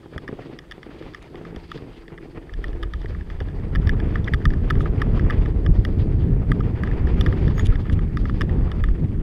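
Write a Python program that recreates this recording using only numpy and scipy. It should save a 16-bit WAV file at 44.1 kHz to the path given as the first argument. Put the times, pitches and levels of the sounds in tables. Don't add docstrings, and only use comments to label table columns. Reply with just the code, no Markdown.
import sys
import numpy as np
from scipy import signal
from scipy.fft import rfft, irfft, next_fast_len
from scipy.io import wavfile
from scipy.ndimage import uniform_filter1d

SR = 44100
rng = np.random.default_rng(int(sys.argv[2]) if len(sys.argv) > 2 else 0)


def store_pcm(level_fs):
    pcm = np.round(np.clip(level_fs, -1, 1) * 32767).astype(np.int16)
    wavfile.write(sys.argv[1], SR, np.atleast_2d(pcm).T)


N = 406602
TIME = np.arange(N) / SR

# (time [s], level [dB])
ROLL_CURVE = [(0, -49), (3.27, -45.5), (3.5, -40.5), (3.95, -34.5), (4.6, -37), (4.85, -30.5), (6.4, -35.5),
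              (7.42, -30), (7.87, -43), (8.2, -42.5), (8.55, -32), (8.87, -41), (9.22, -46)]
# (time [s], fundamental level [dB], octave level [dB])
DRONE_CURVE = [(0, -60, -53), (0.45, -52, -45), (0.7, -53, -57), (1.15, -64, -61), (1.42, -42, -40),
               (1.65, -48.5, -54), (2.35, -56, -46.5), (2.65, -55, -59), (2.83, -59, -34.5),
               (2.97, -44.5, -53), (3.5, -43, -51.5)]
# (time [s], rush level [dB], fine spray level [dB])
RUSH_CURVE = [(0, -59.5, -66), (0.4, -52.5, -60), (0.66, -56.5, -64.5), (1.1, -52.5, -59),
              (1.5, -52.5, -66), (1.72, -55, -54), (2.0, -55.5, -63.5), (2.16, -57.5, -67),
              (3.23, -53, -62), (3.75, -48.5, -65), (4.0, -43.5, -60), (4.52, -49.5, -61.5),
              (5.0, -46, -60), (5.3, -39, -56.5), (5.6, -55.5, -65), (5.95, -50.5, -58.5),
              (6.4, -51, -65.5), (6.9, -43.5, -60.5), (7.42, -43.5, -53.5), (7.8, -45.5, -61),
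              (8.07, -51, -65), (8.35, -51, -59.5), (8.7, -45.5, -62.5), (8.9, -52.5, -66),
              (9.22, -51, -67)]
# (time [s], slow buffeting level [dB], small eddies level [dB])
WIND_CURVE = [(0, -63, -52), (0.3, -46, -47), (0.55, -54, -67), (1.1, -45.5, -50.5), (1.45, -46, -55),
              (1.85, -45, -42), (1.95, -42, -68), (2.1, -46, -67), (2.51, -41.5, -59), (2.56, -26, -41),
              (2.9, -26.5, -45), (3.15, -30, -30), (3.32, -30.5, -40), (3.55, -26.5, -28.5),
              (3.72, -23, -28), (3.86, -17, -21.5), (4.1, -24.5, -23.5), (4.39, -26, -25),
              (4.48, -14, -20.5), (4.64, -23, -24), (4.77, -15, -18.5), (4.98, -26, -24.5),
              (5.16, -17, -19.5), (5.38, -17, -21.5), (5.57, -21.5, -27.5), (5.71, -13, -20.5),
              (5.86, -24.5, -23.5), (6.05, -18, -20), (6.29, -21.5, -18), (6.39, -23, -23.5),
              (6.52, -22, -19.5), (6.66, -24.5, -22.5), (6.83, -30, -24), (6.95, -19.5, -22.5),
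              (7.22, -15, -22), (7.43, -23.5, -17.5), (7.6, -21.5, -21), (7.73, -13.5, -20.5),
              (7.85, -32, -26), (7.95, -18.5, -18.5), (8.1, -26, -25.5), (8.22, -19.5, -24),
              (8.5, -23.5, -21.5), (8.62, -17.5, -22.5), (8.77, -25.5, -27), (8.92, -12, -24.5),
              (9.05, -31, -21.5), (9.22, -19, -24.5)]
# (time [s], peak level [dB], pitch [Hz])
SNOW_LUMPS = [(0.059, -28, 310), (0.124, -27.5, 305), (0.161, -18, 79), (0.237, -32, 342),
              (0.291, -21.5, 308), (0.3268, -17, 214), (0.39, -22.5, 324), (0.458, -27, 332),
              (0.493, -34, 303), (0.529, -28, 300), (0.78, -29.5, 395), (0.866, -30, 326),
              (1.012, -25, 417), (1.063, -27, 380), (1.345, -26, 315), (1.413, -25.5, 330),
              (1.527, -25.5, 300), (1.565, -23.5, 68), (1.757, -26, 154), (2.12, -28, 145),
              (2.229, -28, 393), (2.256, -30, 380), (2.59, -28.5, 400), (3.045, -25, 326),
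              (3.41, -17.5, 78)]
# (start [s], length [s], crunch level [dB])
PEDAL_STROKES = [(0.125, 0.46, -41.5), (0.883, 0.26, -42.5), (1.297, 0.27, -41.5), (1.737, 0.16, -39),
                 (2.145, 0.35, -46.5), (2.616, 0.26, -39), (3.01, 0.17, -51)]
# (time [s], peak level [dB], treble share [dB], lowest mode's share [dB])
MOUNT_CLACKS = [(0.135, -36, -28, -17), (0.179, -20.5, -11, -18), (0.2782, -23, -20, -17),
                (0.2858, -28, -16, -12), (0.5887, -28, -6, -15), (0.7116, -25.5, -16, -19),
                (0.72, -25, -10, -19), (0.83, -28, -27, -14), (1.0243, -34, -18, -15),
                (1.136, -35, -14, -23), (1.1463, -23, -15, -19), (1.3556, -30, -19, -15),
                (1.4508, -31, -21, -15), (1.5612, -30, -3, -16), (1.716, -21, -9, -5.5),
                (1.776, -33, -14, -23), (2.08, -33, -18, -27), (2.1775, -32, -21, -29),
                (2.183, -32, -20, -8), (2.494, -34, -28, -13), (2.537, -31, -13, -22),
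                (2.6411, -21, -19.5, -19.5), (2.6816, -36, -4, -17), (2.73, -34.5, -15, -23),
                (2.8282, -25, -19, -22), (2.8323, -21, -12, -14), (2.9359, -23, -16, -13),
                (3.016, -37.5, -6, -17), (3.058, -27.5, -20, -16), (3.1477, -32.5, -31, -3),
                (3.2095, -34, -20, -27), (3.3006, -27.5, -13.5, -10), (3.403, -24.5, -14.5, -9),
                (3.4852, -32.5, -18, -22), (3.7507, -19.5, -19.5, -15), (3.7568, -18, -20, -15),
                (3.872, -22.5, -18.5, -20), (3.893, -13.5, -22, -18.5), (4.0003, -26, -19.5, -15),
                (4.156, -17, -24, -14), (4.2438, -33.5, 4, -23), (4.2764, -20, -40, -27),
                (4.282, -17.5, -32, -33), (4.3364, -11.5, -22.5, -19), (4.3426, -16.5, -15.5, -10),
                (4.454, -11, -22, -15), (4.504, -28, -20, -24), (4.5361, -26, -16, -15),
                (4.7016, -15, -19.5, -9.5), (4.7061, -10.5, -15.5, -7.5), (4.7538, -27.5, -21, -12),
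                (4.806, -21, -16, -2), (4.858, -22, -29, -9), (5.0168, -16, -17, -18),
                (5.019, -14, -13, -12.5), (5.195, -21.5, -20, -15), (5.2991, -17.5, -21, -14),
                (5.306, -15.5, -20.5, -15.5), (5.4583, -26, -16, -11), (5.6627, -21, -19.5, -20),
                (5.85, -18, -16.5, -18.5), (6.5173, -13, -13.5, -12.5), (6.6052, -25.5, -18.5, -6),
                (6.8348, -17, -16, -13), (6.8738, -25, -24, -10.5), (6.9128, -28.5, -15, -15),
                (7.071, -27, -18.5, -20), (7.21, -17, -5, -9), (7.262, -16, -18, -16),
                (7.2662, -19, -21, -8), (7.3259, -22, -18.5, -17), (7.479, -24, -17, -13),
                (7.5800, -21, -20, -17), (7.5945, -18.5, -14, -17), (7.724, -30, -25, -9),
                (7.756, -23.5, -22, -21), (7.854, -34, -27, -5), (7.8972, -21.5, -19, -15),
                (7.9909, -26, -27, -8.5), (8.1709, -18.5, -11.5, -7), (8.254, -23.5, -16, -9),
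                (8.296, -21, -19.5, -3.5), (8.409, -15.5, -17.5, -12), (8.416, -13, -19, -9.5),
                (8.494, -27.5, -27, -21), (8.7162, -23, -12, -9.5), (8.8386, -16.5, -19.5, -17),
                (8.886, -27.5, -14, -6)]
# (frequency [Hz], width [Hz], level [dB])
MOUNT_MODES = [(1226, 180, 2.5), (1695, 223, 2), (1905, 355, -1.5), (2470, 140, -18), (2896, 240, -12),
               (3276, 640, -16), (3546, 350, -10), (4805, 890, -21.5), (5530, 240, -22), (5880, 1100, -35),
               (8700, 2500, -45), (10780, 1200, -39), (12900, 4800, -51.5), (14600, 600, -44)]
# (time [s], dull crunch level [dB])
CRUST_SCUFFS = [(0.88, -40.5), (1.544, -40), (2.135, -38.5), (2.373, -32), (3.11, -36), (3.45, -45)]
# (time [s], half-length [s], level [dB])
SHOULDER_SWISHES = [(0.994, 0.009, -51), (1.96, 0.061, -62), (3.1, .02, -56.5), (6.08, 0.071, -63.5),
                    (7.81, 0.022, -55), (8.2, .03, -56), (8.424, 0.036, -59)]
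# (time [s], peak of the envelope [dB], decay each side [s])
ICE_SPITS = [(1.227, -42, 0.0025), (4.817, -43, 0.019), (7.612, -46, .015), (7.66, -31.5, 0.0063),
             (7.669, -23.5, 0.00087), (7.93, -37.5, 0.0071)]
# (time [s], pitch [Hz], level [dB], octave against it [dB])
SQUEAK_CURVE = [(7.535, 6720, -76, -17), (7.558, 6700, -58, -8), (7.57, 6500, -55, -18),
                (7.582, 6550, -51, -4), (7.596, 6780, -41.5, -25), (7.635, 6650, -69, -30)]

# (frequency [Hz], density [dB per Hz])
TYRE_SPECTRUM = [(60, -11), (140, 0.5), (200, -6.5), (290, -2), (440, -3), (560, -14.5), (750, -18),
                 (1200, -28.5), (2500, -37), (5000, -71)]
RUSH_SPECTRUM = [(300, -2.5), (600, 1.5), (900, 0), (1300, -2), (1500, -3.5), (1900, -2), (2500, -9),
                 (3300, -16), (4000, -31), (6000, -51.5)]
SPRAY_SPECTRUM = [(2000, -1.5), (3300, 2), (4050, -3.5), (4800, -1), (5350, -11), (6800, -18.5),
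                  (9000, -29.5), (12000, -27.5), (16000, -37.5)]
BUFFET_SPECTRUM = [(12, -12.5), (25, -1.5), (38, 1.5), (60, -3.5), (80, -9.5), (110, -16.5), (170, -40.5),
                   (400, -74)]
EDDY_SPECTRUM = [(35, -21.5), (70, 1.5), (110, -0.5), (180, -7), (260, -13), (400, -20.5), (700, -43),
                 (1500, -59)]
SPIT_SPECTRUM = [(2000, 9.5), (3500, 17.5), (4500, 3.5), (6600, 2.5), (8500, -6), (10500, 2), (12500, -17),
                 (15000, -25)]
MIC_HISS_SPECTRUM = [(1000, 3), (8100, -1), (8400, 5), (8700, -1), (12000, -5), (16000, -11)]

DRONE_HZ = 167.3
KNOB_ROWS_PER_S = 55
GUSTS_PER_S, GUST_DB = 14, 1.5
STROKE_EDGE_S = 0.064
STROKE_RUSH_DB, STROKE_SPRAY_DB = -17, -24
SCUFF_S, SCUFF_GRIT_DB = 0.019, -12.5
TICKS_PER_S, TICK_FOLLOWS = 31, 0.64
MODE_SCATTER = 0.014
CUTOFF_HZ = 15700


def from_db(db):
    return 10 ** (np.asarray(db) / 20)


def rms_one(x):
    return x / np.sqrt(np.mean(x ** 2) + 1e-20)


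def in_time(rows):
    times, *columns = np.transpose(rows)
    return [np.interp(TIME, times, column) for column in columns]


def drift(per_s):
    knots = rng.standard_normal(8000)
    return rms_one(np.interp(TIME * per_s, np.arange(len(knots)), knots))


def colour(x, spectrum):
    size = next_fast_len(len(x) + SR // 4)
    hz, db = np.transpose(spectrum)
    bins = np.maximum(np.fft.rfftfreq(size, 1 / SR), 1)
    octaves_below = np.maximum(np.log2(hz[0] / bins), 0)
    octaves_above = np.maximum(np.log2(bins / hz[-1]), 0)
    gain = from_db(np.interp(np.log(bins), np.log(hz), db) - 10 * (octaves_below + octaves_above))
    cepstrum = irfft(np.log(gain), size)
    cepstrum[1:size // 2] *= 2
    cepstrum[size // 2 + 1:] = 0
    return irfft(rfft(x, size) * np.exp(rfft(cepstrum)), size)[:len(x)]


def even(x, span_s):
    power = uniform_filter1d(x ** 2, max(int(span_s * SR), 2))
    return x / np.sqrt(np.maximum(power, 1e-20))


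def grains(per_s, spread_db):
    sizes = from_db(spread_db * np.minimum(rng.exponential(1, N), 4))
    signed = sizes * rng.choice([-1, 1], N)
    return signed * (rng.random(N) < per_s / SR)


def add(out, s, sound, peak_db):
    at = max(int(s * SR), 0)
    scaled = from_db(peak_db) * sound / np.abs(sound).max()
    out[at:at + len(sound)] += scaled[:N - at]


def knobs(jitter, uneven_db):
    rate = KNOB_ROWS_PER_S * np.exp(jitter * drift(KNOB_ROWS_PER_S))
    rows = np.floor(np.cumsum(rate) / SR)
    force = from_db(uneven_db * np.clip(rng.standard_normal(N), -2, 2))
    return np.diff(rows, prepend=rows[0]) * force


def tyres(crush, waver, flutter_db):
    roll_db, = in_time(ROLL_CURVE)
    drone_db, octave_db = in_time(DRONE_CURVE)
    collapse = grains(per_s=600, spread_db=2.5) + 0.12 * rng.standard_normal(N)
    steps = collapse * from_db(1.8 * crush) + 2.7 * knobs(jitter=0.45, uneven_db=4.5)
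    crunch_gain = np.hypot(from_db(roll_db), pedalling())
    crunch = crunch_gain * even(colour(steps, TYRE_SPECTRUM), 0.1)
    phase = 2 * np.pi * np.cumsum(DRONE_HZ * (1 + waver * drift(30))) / SR
    low = from_db(drone_db + flutter_db * drift(25)) * np.sin(phase)
    high = from_db(octave_db + flutter_db * drift(12)) * np.sin(2 * phase)
    return crunch + low + high


def crumbling(per_s, spread_db, grit, patchy_db, count=13):
    out, edges = 0, np.geomspace(250, 16000, count)
    for band in zip(edges, edges[1:]):
        cracks = rng.standard_normal(N) + grit * grains(per_s, spread_db)
        swell = from_db(patchy_db * drift(22))
        band_filter = signal.butter(2, band, "band", fs=SR, output="sos")
        out = out + swell * signal.sosfilt(band_filter, cracks)
    return out


def snow(crush, swell_db):
    rush_db, spray_db = in_time(RUSH_CURVE)
    push = pedalling()
    swell = from_db(swell_db * crush)
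    swish = sum(from_db(db) * np.exp(-((TIME - s) / length) ** 2) for s, length, db in SHOULDER_SWISHES)
    coarse = crumbling(per_s=130, spread_db=3.5, grit=8.5, patchy_db=2.0)
    rush = colour(coarse * swell, RUSH_SPECTRUM)
    fine = crumbling(per_s=260, spread_db=3.5, grit=3.1, patchy_db=2.0)
    crystals = colour(fine * swell, SPRAY_SPECTRUM)
    rush_gain = np.hypot(from_db(rush_db), from_db(STROKE_RUSH_DB) * push)
    spray_gain = np.sqrt(from_db(spray_db) ** 2 + (from_db(STROKE_SPRAY_DB) * push) ** 2 + swish ** 2)
    return rush_gain * even(rush, 0.16) + spray_gain * even(crystals, 0.39)


def wind(lumpy_db, slap_db):
    buffet_db, eddy_db = in_time(WIND_CURVE)
    gust_db = GUST_DB * drift(GUSTS_PER_S)
    bursts = drift(55)
    slaps = rng.standard_normal(N) * from_db(slap_db * bursts)
    buffet = even(colour(slaps, BUFFET_SPECTRUM), 0.12)
    flutter = rng.standard_normal(N) * from_db(lumpy_db * bursts)
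    eddies = even(colour(flutter, EDDY_SPECTRUM), 0.16)
    return from_db(buffet_db + gust_db) * buffet + from_db(eddy_db + gust_db / 2) * eddies


def resonate(x, hz, width_hz):
    r = np.exp(-np.pi * width_hz / SR)
    gain = (1 - r * r) / 2
    section = [gain, 0, -gain, 1, -2 * r * np.cos(2 * np.pi * min(hz, SR / 2) / SR), r * r]
    return signal.sosfilt([section, section], x)


def housing(contact, uneven_db, tilt_db=0, lowest_db=0, crack_db=0):
    out = 0
    for k, (hz, width, db) in enumerate(MOUNT_MODES):
        octaves = np.log2(hz / 1800)
        strength_db = db + tilt_db * np.clip(octaves, 0, 1) + crack_db * (octaves > 2) + lowest_db * (k == 0)
        ring = resonate(contact, hz * (1 + MODE_SCATTER * rng.standard_normal()), width)
        strength = from_db(strength_db + uneven_db * rng.standard_normal())
        out = out + (-1) ** k * strength * ring
    return out


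def chatter(level_db):
    rush_db, _ = in_time(RUSH_CURVE)
    ticks = grains(per_s=TICKS_PER_S, spread_db=2.0) + 1e-9 * rng.standard_normal(N)
    follow_db = TICK_FOLLOWS * (rush_db - rush_db.mean())
    return from_db(level_db + follow_db) * rms_one(housing(ticks, uneven_db=0.5))


def thumps(cycles, crumble):
    out, t = np.zeros(N), TIME[:SR // 16]
    for s, db, hz in SNOW_LUMPS:
        age = t * hz / cycles
        push = np.sin(2 * np.pi * hz * t) * np.sqrt(age) * np.exp(-age)
        crumbs = rms_one(colour(rng.standard_normal(len(t)), TYRE_SPECTRUM)) * np.exp(-t / 0.006)
        add(out, s, push + crumble * crumbs, db)
    return out


def pedalling():
    push = 0
    for s, length, db in PEDAL_STROKES:
        inside_s = np.minimum(TIME - s, s + length - TIME)
        push = push + from_db(db) * np.clip(inside_s / STROKE_EDGE_S + 0.5, 0, 1)
    return push


def clacks(slip_s, grind, usual_treble_db, usual_lowest_db, hardness, usual_db, crack):
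    out, t = np.zeros(N), TIME[:SR // 25]
    stop = SR // 2500
    for s, db, treble_db, lowest_db in MOUNT_CLACKS:
        contact = grind * rng.standard_normal(len(t)) * np.exp(-t / slip_s)
        contact[stop] += 1
        tilt_db = hardness * (treble_db - usual_treble_db)
        knock = housing(contact, 0.78, tilt_db, lowest_db - usual_lowest_db, crack * (db - usual_db))
        add(out, s - stop / SR, knock, db)
    return out


def scuffs():
    shape = sum(from_db(db) * np.exp(-((TIME - s) / SCUFF_S) ** 2) for s, db in CRUST_SCUFFS)
    cracks = grains(per_s=700, spread_db=4.0) + 0.12 * rng.standard_normal(N)
    dull = even(colour(cracks, TYRE_SPECTRUM), 2 * SCUFF_S)
    grit = even(colour(cracks, RUSH_SPECTRUM), 2 * SCUFF_S)
    return shape * (dull + from_db(SCUFF_GRIT_DB) * grit)


def spits():
    shape = sum(from_db(db) * np.exp(-np.abs(TIME - s) / length) for s, db, length in ICE_SPITS)
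    return 0.5 * shape * rms_one(colour(rng.standard_normal(N), SPIT_SPECTRUM))


def squeak(waver):
    hz, db, octave_db = in_time(SQUEAK_CURVE)
    phase = 2 * np.pi * np.cumsum(hz * (1 + waver * drift(500))) / SR
    sounding = (TIME > SQUEAK_CURVE[0][0]) & (TIME < SQUEAK_CURVE[-1][0])
    note = np.sin(phase) + from_db(octave_db) * np.sin(2 * phase)
    return sounding * from_db(db + 2.5 * drift(200)) * note


def scene():
    crush = np.clip(drift(45), -2, 2)
    tread = tyres(crush, waver=0.005, flutter_db=2.5) + thumps(cycles=0.67, crumble=0.54) + scuffs()
    hiss = snow(crush, swell_db=2.9)
    knocks = clacks(slip_s=0.0022, grind=0.12, usual_treble_db=-17.5, usual_lowest_db=-14.5,
                    hardness=0.92, usual_db=-23.5, crack=0.35)
    mount = knocks + chatter(level_db=-64.0)
    air = wind(lumpy_db=2.5, slap_db=3.0)
    return (tread + hiss + air + mount + spits() + squeak(waver=0.0049))[None]


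def record(dry):
    hiss = from_db(-71.5) * rms_one(colour(rng.standard_normal(N), MIC_HISS_SPECTRUM))
    fade = np.minimum((TIME[-1] - TIME) / 0.004, 1)
    top_cut = signal.ellip(10, 0.2, 80, CUTOFF_HZ, fs=SR, output="sos")
    return signal.sosfilt(top_cut, fade * (dry + hiss))


dry = scene()
out = record(dry)
store_pcm(out)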